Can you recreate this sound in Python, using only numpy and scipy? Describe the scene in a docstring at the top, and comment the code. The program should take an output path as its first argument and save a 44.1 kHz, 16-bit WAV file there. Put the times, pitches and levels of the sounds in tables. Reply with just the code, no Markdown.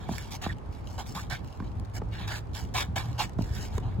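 """Outdoor hard court, tennis practice against a wall. Rubber soles stick and slip over loose grit, chirp and
crack small stones. The ball pops off the racket, then the wall, three times: each hit brings a low thump that
sweeps down in pitch, and a brief ring of the ball's shell. Dull thuds, as of footfalls, come in between. Far
traffic rumbles behind, one engine slowly gaining speed."""
import sys
import numpy as np
from scipy import signal
from scipy.fft import rfft, irfft, next_fast_len
from scipy.io import wavfile
from scipy.ndimage import uniform_filter1d, map_coordinates

SR = 44100
rng = np.random.default_rng(int(sys.argv[2]) if len(sys.argv) > 2 else 0)


def store_pcm(level_fs):
    """Save levels as 16-bit WAV."""
    pcm = np.round(np.clip(level_fs, -1, 1) * 32767).astype(np.int16)
    wavfile.write(sys.argv[1], SR, np.atleast_2d(pcm).T)


N = 176400

# shoe scuffs: t/s, rise/s, hold/s, fall by 20 dB/s, then sole, rasp, hiss level/dB before gains
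SCUFFS = [(0, 0.0036, 0.0243, 0.73, -59.5, -57.5, -66.5), (.08, 0.0519, 0.0797, 0.1254, -57.5, -50.5, -53),
          (0.306, 0.0235, 0.034, 0.0129, -50.5, -48.5, -47),
          (0.414, 0.0087, 0.0398, 0.0489, -48.5, -43, -50.5), (.485, 0.0152, 0.0295, 0.01, -58.5, -51, -63),
          (0.706, .02, 0.0135, 0.19, -62.5, -62.5, -68), (.85, 0.0504, 0.0488, 0.34, -61.5, -62.5, -63),
          (.978, .004, .03, .028, -47, -46, -50), (1.053, .01, 0.0267, 0.1159, -63, -57.5, -53.5),
          (1.148, 0.00374, 0.0506, 0.0573, -46.5, -45, -48), (1.298, .01, .03, .055, -44.5, -38.5, -48.5),
          (1.422, 0.042, 0.099, 0.32, -68, -67.5, -70), (1.626, 0.0287, 0.021, 0.02, -61, -61, -78),
          (1.94, 0.0155, 0.0283, 0.01, -52, -51.5, -51.5), (2.115, 0.0299, .01, 0.0535, -56, -45.5, -61),
          (2.171, 0.0256, 0.0353, 0.0986, -55.5, -45.5, -60.5),
          (2.273, 0.0098, 0.042, 0.0482, -47, -40, -49), (2.335, 0.0131, 0.0233, .035, -55, -43.5, -48),
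          (2.54, 0.01135, 0.0269, 0.0863, -51, -45.5, -46.5),
          (2.739, 0.0188, 0.05265, 0.042, -35.5, -32, -39.5),
          (2.957, .006, 0.0194, 0.0566, -38.5, -34.5, -43),
          (3.018, 0.028, 0.0265, 0.2648, -57.5, -56.5, -61.5), (3.179, .011, .042, 0.035, -39.5, -35, -42),
          (3.381, 0.02013, 0.1065, 0.1245, -61.5, -57, -61),
          (3.528, 0.0403, 0.0176, 0.0976, -57, -47.5, -51), (3.61, 0.0262, 0.0212, 0.0547, -57, -50, -53),
          (3.708, 0.0343, 0.0317, 0.0358, -57.5, -55.5, -60.5),
          (3.799, 0.0286, 0.0862, 0.14, -57, -60.5, -73)]
# spectra of sole body, rasp, grit hiss, stone crack: f/Hz, relative level/dB
SOLE_SPECTRUM = [(150, -25.5), (350, -11), (520, -10), (740, 1.5), (900, 2), (1150, -5), (1600, -15),
                 (3000, -48), (6000, -120)]
RASP_SPECTRUM = [(700, -34), (1150, -13), (1450, -1), (1720, 3), (2020, -6), (2280, 2), (2520, -6),
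                 (2850, -2.5), (3700, -3.5), (4500, -8), (6500, -29), (10000, -59)]
HISS_SPECTRUM = [(500, -80), (2500, -25), (4300, -2), (5200, 5.5), (6300, 1), (7500, 0), (9300, -9.5),
                 (11000, -7), (13200, -10.5), (15000, -9.5)]
STONE_SPECTRUM = [(300, -26), (1000, -1.5), (2000, 0.5), (5000, -2.5), (9000, -11), (15000, -18.5)]
# stones cracking underfoot: t/s, relative level/dB
STONE_CRACKS = [(.182, -30), (.275, -46), (.728, -51), (0.873, -41), (1.064, -41), (1.446, -45),
                (1.476, -45.5), (1.527, -47), (1.798, -45.5), (1.85, -47.5), (2.65, -44.5), (3.057, -41),
                (3.13, -45), (3.295, -42), (3.422, -36.5), (3.781, -33)]
# shoe balance: f/Hz, left minus right/dB
SHOE_PAN = [(300, 0.5), (750, 0), (1200, -2), (1700, -3.5), (2300, -2.5), (2800, 2), (4000, -2.5),
            (5300, -2), (6500, 1.5), (9000, 0)]
# shoe sound at the two microphone ports: f/Hz, left lead/rad
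PORT_PHASE = [(200, 0), (1200, 0.37), (2000, 1.59), (2900, 0.31), (3800, 0.9944), (4700, 2.5), (5900, 2.5),
              (6900, 0.52), (7700, -0.8), (9100, -3.5), (10900, -6), (12000, -7), (13200, -10),
              (14800, -12)]
# ground scatter: f/Hz, share of power
SCATTER_SHARE = [(500, 0.417), (2000, 0.543), (6000, 0.281), (10000, 0.066)]
# traffic rumble: t/s, relative level/dB
RUMBLE_LEVEL = [(0, -40.5), (.7, -41), (1.5, -41.5), (1.65, -39.5), (2.1, -41), (2.7, -40.5), (3.3, -39.5),
                (3.45, -36.5), (4, -37)]
# spectra of rumble and far tyres: f/Hz, relative level/dB
RUMBLE_SPECTRUM = [(20, -31), (32, -14), (48, -0.5), (70, 0.5), (105, -2), (150, -9), (250, -16),
                   (450, -24), (900, -49.5), (2000, -120)]
TYRE_SPECTRUM = [(150, -10), (350, -1), (600, -1.5), (820, 1.5), (1200, -6), (2000, -17), (4000, -26),
                 (8000, -35.5), (15000, -46.5)]
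# traffic width: f/Hz, left-right correlation
TRAFFIC_COHERENCE = [(60, 0.766), (130, 0.457), (290, 0.34), (640, 0), (1400, 0), (7000, 0.164)]
# engine hum: t/s, f/Hz, level/dB
ENGINE_HUM = [(1.4, 98, -61.5), (1.75, 101.9, -42.5), (2.1, 106, -37.5), (2.55, 108.8, -46.5),
              (2.85, 114, -44.5), (3.1, 118, -40), (3.4, 122, -45.5), (4, 125.9, -52.5)]
# racket and wall by turns: t/s, thump/dB, shell/dB, shell f/Hz, crack/dB, after-knock/dB, knock/dB
BALL_HITS = [(0.0896, -23.5, -23.5, 710, -41.5, -25.5, -50.5), (0.4629, -23.5, -22.5, 773, -45, -52, -46),
             (1.601, -28.5, -33, 1057, -44, -30, -41), (2.018, -31, -31.5, 849.4, -49, -49.5, -30),
             (3.3875, -18.5, -26, 689, -41, -25.5, -55.5), (3.7797, -31, -30, 979, -40, -48.5, -27)]
# ball shell modes: frequency ratio, relative level/dB, T60/s
SHELL_MODES = [(.6, -13, 0.0263), (1, 0, 0.023), (1.38, -5.5, 0.0181), (2.1, -13.5, 0.0151)]
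# ball contact crack: f/Hz, relative level/dB
CRACK_SPECTRUM = [(500, -1), (1400, 0), (2300, -9), (4200, -11), (7000, -28), (15000, -40)]
# rubber catching: t/s, length/s, first f/Hz, last f/Hz, relative level/dB
SOLE_CHIRPS = [(.172, 0.026, 1655, 1747, -48), (.488, .03, 1887, 1703, -42), (1.15, 0.0537, 800, 1300, -40),
               (2.742, .04, 660, 920, -35), (3.558, 0.0351, 1778, 1678, -50),
               (3.625, 0.0348, 1754, 1599, -51)]
# low thuds: t/s, level/dB, f/Hz
THUDS = [(1.15, -33, 174.8), (1.315, -29.5, 125.1), (1.755, -28, 94.7), (2.2, -34, 180.4),
         (2.878, -31.5, 175.7), (2.893, -24, 100.3), (3.045, -33.5, 158), (3.08, -28, 100.6),
         (3.35, -29.5, 115.2), (3.44, -25, 62.5), (3.502, -22, 84.3), (3.745, -21.5, 80.07),
         (3.848, -22, 110.5), (3.943, -23, 89.72), (3.98, -29, 199.2)]


def amp(db):
    """Decibels to gain."""
    return 10 ** (np.asarray(db) / 20)


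def unit(x):
    """Scale to rms 1."""
    return x / np.sqrt(np.mean(x ** 2) + 1e-20)


def add(out, start_s, sound):
    """Mix sound into out."""
    part = out[..., max(round(start_s * SR), 0):][..., :sound.shape[-1]]
    part += sound[..., :part.shape[-1]]


def along(points, hz):
    """Interpolate on a log frequency axis."""
    f, values = np.transpose(points)
    return np.interp(np.log(hz + 1), np.log(f + 1), values)


def curves(rows):
    """Per-sample curve of each column after the time."""
    times_s, *columns = np.transpose(rows)
    return [np.interp(np.arange(N) / SR, times_s, column) for column in columns]


def wobble(rate_hz, n=N, knots=4096):
    """Smooth random curve."""
    return map_coordinates(rng.standard_normal(knots), [np.arange(n) * rate_hz / SR], mode="wrap")


def sine(hz):
    """Sine along a pitch track."""
    return np.sin(2 * np.pi * np.cumsum(hz) / SR)


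def rough_sine(hz, jitter):
    """Sine with fast relative pitch scatter."""
    return sine(hz * (1 + jitter * wobble(499.8, len(hz), knots=256)))


def swell(t, peak_s):
    """Soft pulse, 1 at peak_s."""
    return (t / peak_s * np.exp(1 - t / peak_s)) ** 2


def filtered(x, response):
    """Apply a complex frequency response."""
    size = next_fast_len(N + 2048, True)
    return irfft(rfft(x, size) * response(np.fft.rfftfreq(size, 1 / SR)), size)[..., :N]


def coloured(x, spectrum):
    """Shape by a spectrum, to rms 1."""
    return unit(filtered(x, lambda hz: amp(along(spectrum, hz))))


def panned(db):
    """Stereo gains for left minus right."""
    return amp(np.array([[1], [-1]]) * db / 2)


def reverb(x, t60_s):
    """Diffuse reflections, one noise tail per channel."""
    t = np.arange(SR // 2) / SR
    tail = (rng.standard_normal((2, len(t))) * amp(-60 * t / t60_s))[:, t < t60_s]
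    tail /= np.linalg.norm(tail, axis=1, keepdims=True)
    return signal.oaconvolve(np.atleast_2d(x), tail, axes=1)[:, :N]


def grains(rate_hz, spread_db):
    """Tiny random impacts of uneven size."""
    impacts = (rng.random(N) < rate_hz / SR) * rng.choice([-1, 1], N)
    return impacts * amp(spread_db * np.clip(rng.standard_normal(N), -2, 2))


def scuffs(sole_gain_db=2.5, hiss_gain_db=1.5, slip_db=1.5):
    """Rubber sticks and slips on grit: hiss catches first, then rasp, then the sole's body."""
    powers = np.zeros((3, N))
    t = np.arange(SR // 2) / SR
    for start_s, rise_s, hold_s, fall_s, sole_db, rasp_db, hiss_db in SCUFFS:
        attack = np.minimum(t / rise_s, 1) ** np.array([[1], [.75], [.4]])
        release = amp(-20 * (np.maximum(t - rise_s - hold_s, 0) / fall_s) ** 1.098)
        gains = amp([sole_db + sole_gain_db, rasp_db, hiss_db + hiss_gain_db])[:, None]
        add(powers, start_s, (gains * attack * release) ** 2)
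    slips = amp(slip_db * wobble(rate_hz=150))
    spectra = SOLE_SPECTRUM, RASP_SPECTRUM, HISS_SPECTRUM
    grain_rates_hz, grain_shares = (2300, 2300, 1100), (.55, .55, .697)
    out = np.zeros(N)
    for power, spectrum, rate_hz, share in zip(powers, spectra, grain_rates_hz, grain_shares):
        grit = unit(grains(rate_hz, spread_db=4.5))
        friction = np.sqrt(share) * grit + np.sqrt(1 - share) * rng.standard_normal(N)
        out += np.sqrt(power) * unit(coloured(friction, spectrum) * slips)
    return out


def stones(t60_s=.00753):
    """Loose grit ticks throughout; larger stones crack under a sole."""
    ticks = amp(-60) * np.abs(grains(rate_hz=80, spread_db=5))
    for start_s, db in STONE_CRACKS:
        ticks[round(start_s * SR)] += amp(db)
    decay = amp(-60 * np.arange(SR // 20) / SR / t60_s)
    return signal.fftconvolve(ticks, decay)[:N] * coloured(rng.standard_normal(N), STONE_SPECTRUM)


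def shoe_paths(x):
    """Direct sound at both ports plus ground scatter that shifts as the feet move."""
    share = lambda hz: along(SCATTER_SHARE, hz)
    phase = lambda hz: np.exp(.5j * np.array([[1], [-1]]) * along(PORT_PHASE, hz))
    direct = filtered(x, lambda hz: np.sqrt(1 - share(hz)) * phase(hz))
    weights = np.array([wobble(rate_hz=24) for _ in range(6)])
    weights /= np.linalg.norm(weights, axis=0)
    ground = sum(reverb(x * weight, t60_s=.012) for weight in weights)
    scatter = filtered(ground, lambda hz: np.sqrt(share(hz)))
    return filtered(direct + scatter, lambda hz: panned(along(SHOE_PAN, hz)))


def sole_resonances(x, depth_db=1.5, phase_rad=.35):
    """Resonances drift under a moving sole, partly different at each port."""
    def drift(shape):
        across_bins = uniform_filter1d(rng.standard_normal(shape), 2, axis=-2)
        return unit(uniform_filter1d(across_bins, 24, axis=-1))

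    bins = signal.stft(x, nperseg=256)[2]
    gain = amp(depth_db * (.785 * drift(bins.shape[1:]) + .575 * drift(bins.shape)))
    phase = np.exp(1j * phase_rad * drift(bins.shape))
    return signal.istft(bins * gain * phase, nperseg=256)[1][:, :N]


def traffic_noise(spectrum):
    """Steady stereo noise, narrow in the bass, wide above."""
    angle = lambda hz: np.arccos(along(TRAFFIC_COHERENCE, hz)) / 2
    split = lambda hz: np.array([np.cos(angle(hz)), np.sin(angle(hz))])
    mid, side = filtered(rng.standard_normal((2, N)), split)
    return coloured(np.array([mid + side, mid - side]), spectrum)


def traffic(rumble_gain_db=3, buffet_db=2, tyre_db=-50):
    """Buffeting rumble, far tyres and the hum of one accelerating engine."""
    rumble_db, = curves(RUMBLE_LEVEL)
    engine_hz, engine_db = curves(ENGINE_HUM)
    engine_rms = amp(engine_db + 1.92 * wobble(9))
    engine = engine_rms * np.sqrt(2) * sine(engine_hz + 1.277 * wobble(12))
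    rumble = amp(rumble_db + rumble_gain_db + buffet_db * wobble(17)) * traffic_noise(RUMBLE_SPECTRUM)
    tyres = amp(tyre_db + .86 * wobble(4.018)) * traffic_noise(TYRE_SPECTRUM)
    return (rumble + engine) * panned(db=-.8) + tyres


def shell_ring(hz, t, rise_s=.002096):
    """The ball's felted shell rings briefly and unevenly."""
    ring = sum(amp(db - 60 * t / t60_s) * rough_sine(np.full(len(t), hz * ratio), jitter=.0875)
               for ratio, db, t60_s in SHELL_MODES)
    return 2 * ring * (1 - np.exp(-t / rise_s))


def ball_hits():
    """Hits on racket or wall: a thump sweeping down in pitch, hollow knock, shell ring, crack, then an after-
    knock."""
    first_hz, last_hz, glide_s = 747, 115.7, .003308
    knock_hz, knock_t60_s, crack_t60_s = 439.2, .0345, .0255
    after_s, after_hz, after_ring_db = .022, 217.4, -10.5
    out = np.zeros(N)
    t = np.arange(SR // 8) / SR
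    felt = coloured(rng.standard_normal(N), CRACK_SPECTRUM)
    thump_hz = last_hz + (first_hz - last_hz) * np.exp(-t / glide_s)
    thump = swell(t, peak_s=.00696) ** 2 * sine(thump_hz)
    t_after = np.maximum(t - after_s, 0)
    after_knock = swell(t_after, peak_s=.00416) * np.sin(2 * np.pi * after_hz * t_after)
    for start_s, thump_db, shell_db, shell_hz, crack_db, after_db, knock_db in BALL_HITS:
        shell = amp(shell_db) * shell_ring(shell_hz, t)
        crack = amp(crack_db - 60 * t / crack_t60_s) * felt[round(start_s * SR):][:len(t)]
        knock = amp(knock_db - 60 * t / knock_t60_s) * np.sin(2 * np.pi * knock_hz * t)
        add(out, start_s, amp(thump_db) * thump + knock + shell + crack + amp(after_db) * after_knock)
        add(out, start_s + after_s, amp(after_db + after_ring_db) * shell_ring(shell_hz, t))
    return out


def chirps():
    """A sole grips briefly and rasps on a gliding pitch."""
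    out = np.zeros(N)
    for start_s, length_s, first_hz, last_hz, db in SOLE_CHIRPS:
        progress = np.linspace(0, 1, round(length_s * SR))
        tone = rough_sine(first_hz + (last_hz - first_hz) * progress, jitter=.0859)
        add(out, start_s, amp(db) * np.sqrt(2) * np.sin(np.pi * progress) * tone)
    return out


def thuds():
    """Soft low blows of a few cycles, as of footfalls."""
    out = np.zeros(N)
    t = np.arange(SR // 8) / SR
    for start_s, db, hz in THUDS:
        add(out, start_s, amp(db) * swell(t, peak_s=.01414) ** 2 * np.sin(2 * np.pi * hz * t))
    return out


def scene(shoe_gain_db=1.6565, court_db=-25.5):
    """Shoes and ball with faint court echo, over thuds and traffic."""
    shoes = sole_resonances(shoe_paths(scuffs() + chirps() + stones()))
    near = amp(shoe_gain_db) * shoes + ball_hits() * panned(db=-3)
    return near + amp(court_db) * reverb(near, t60_s=.29) + thuds() + traffic()


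def record(dry, cutoff_hz=15900):
    """Brick-wall low-pass."""
    return filtered(dry, lambda hz: hz < cutoff_hz)


dry = scene()
out = record(dry)
store_pcm(out)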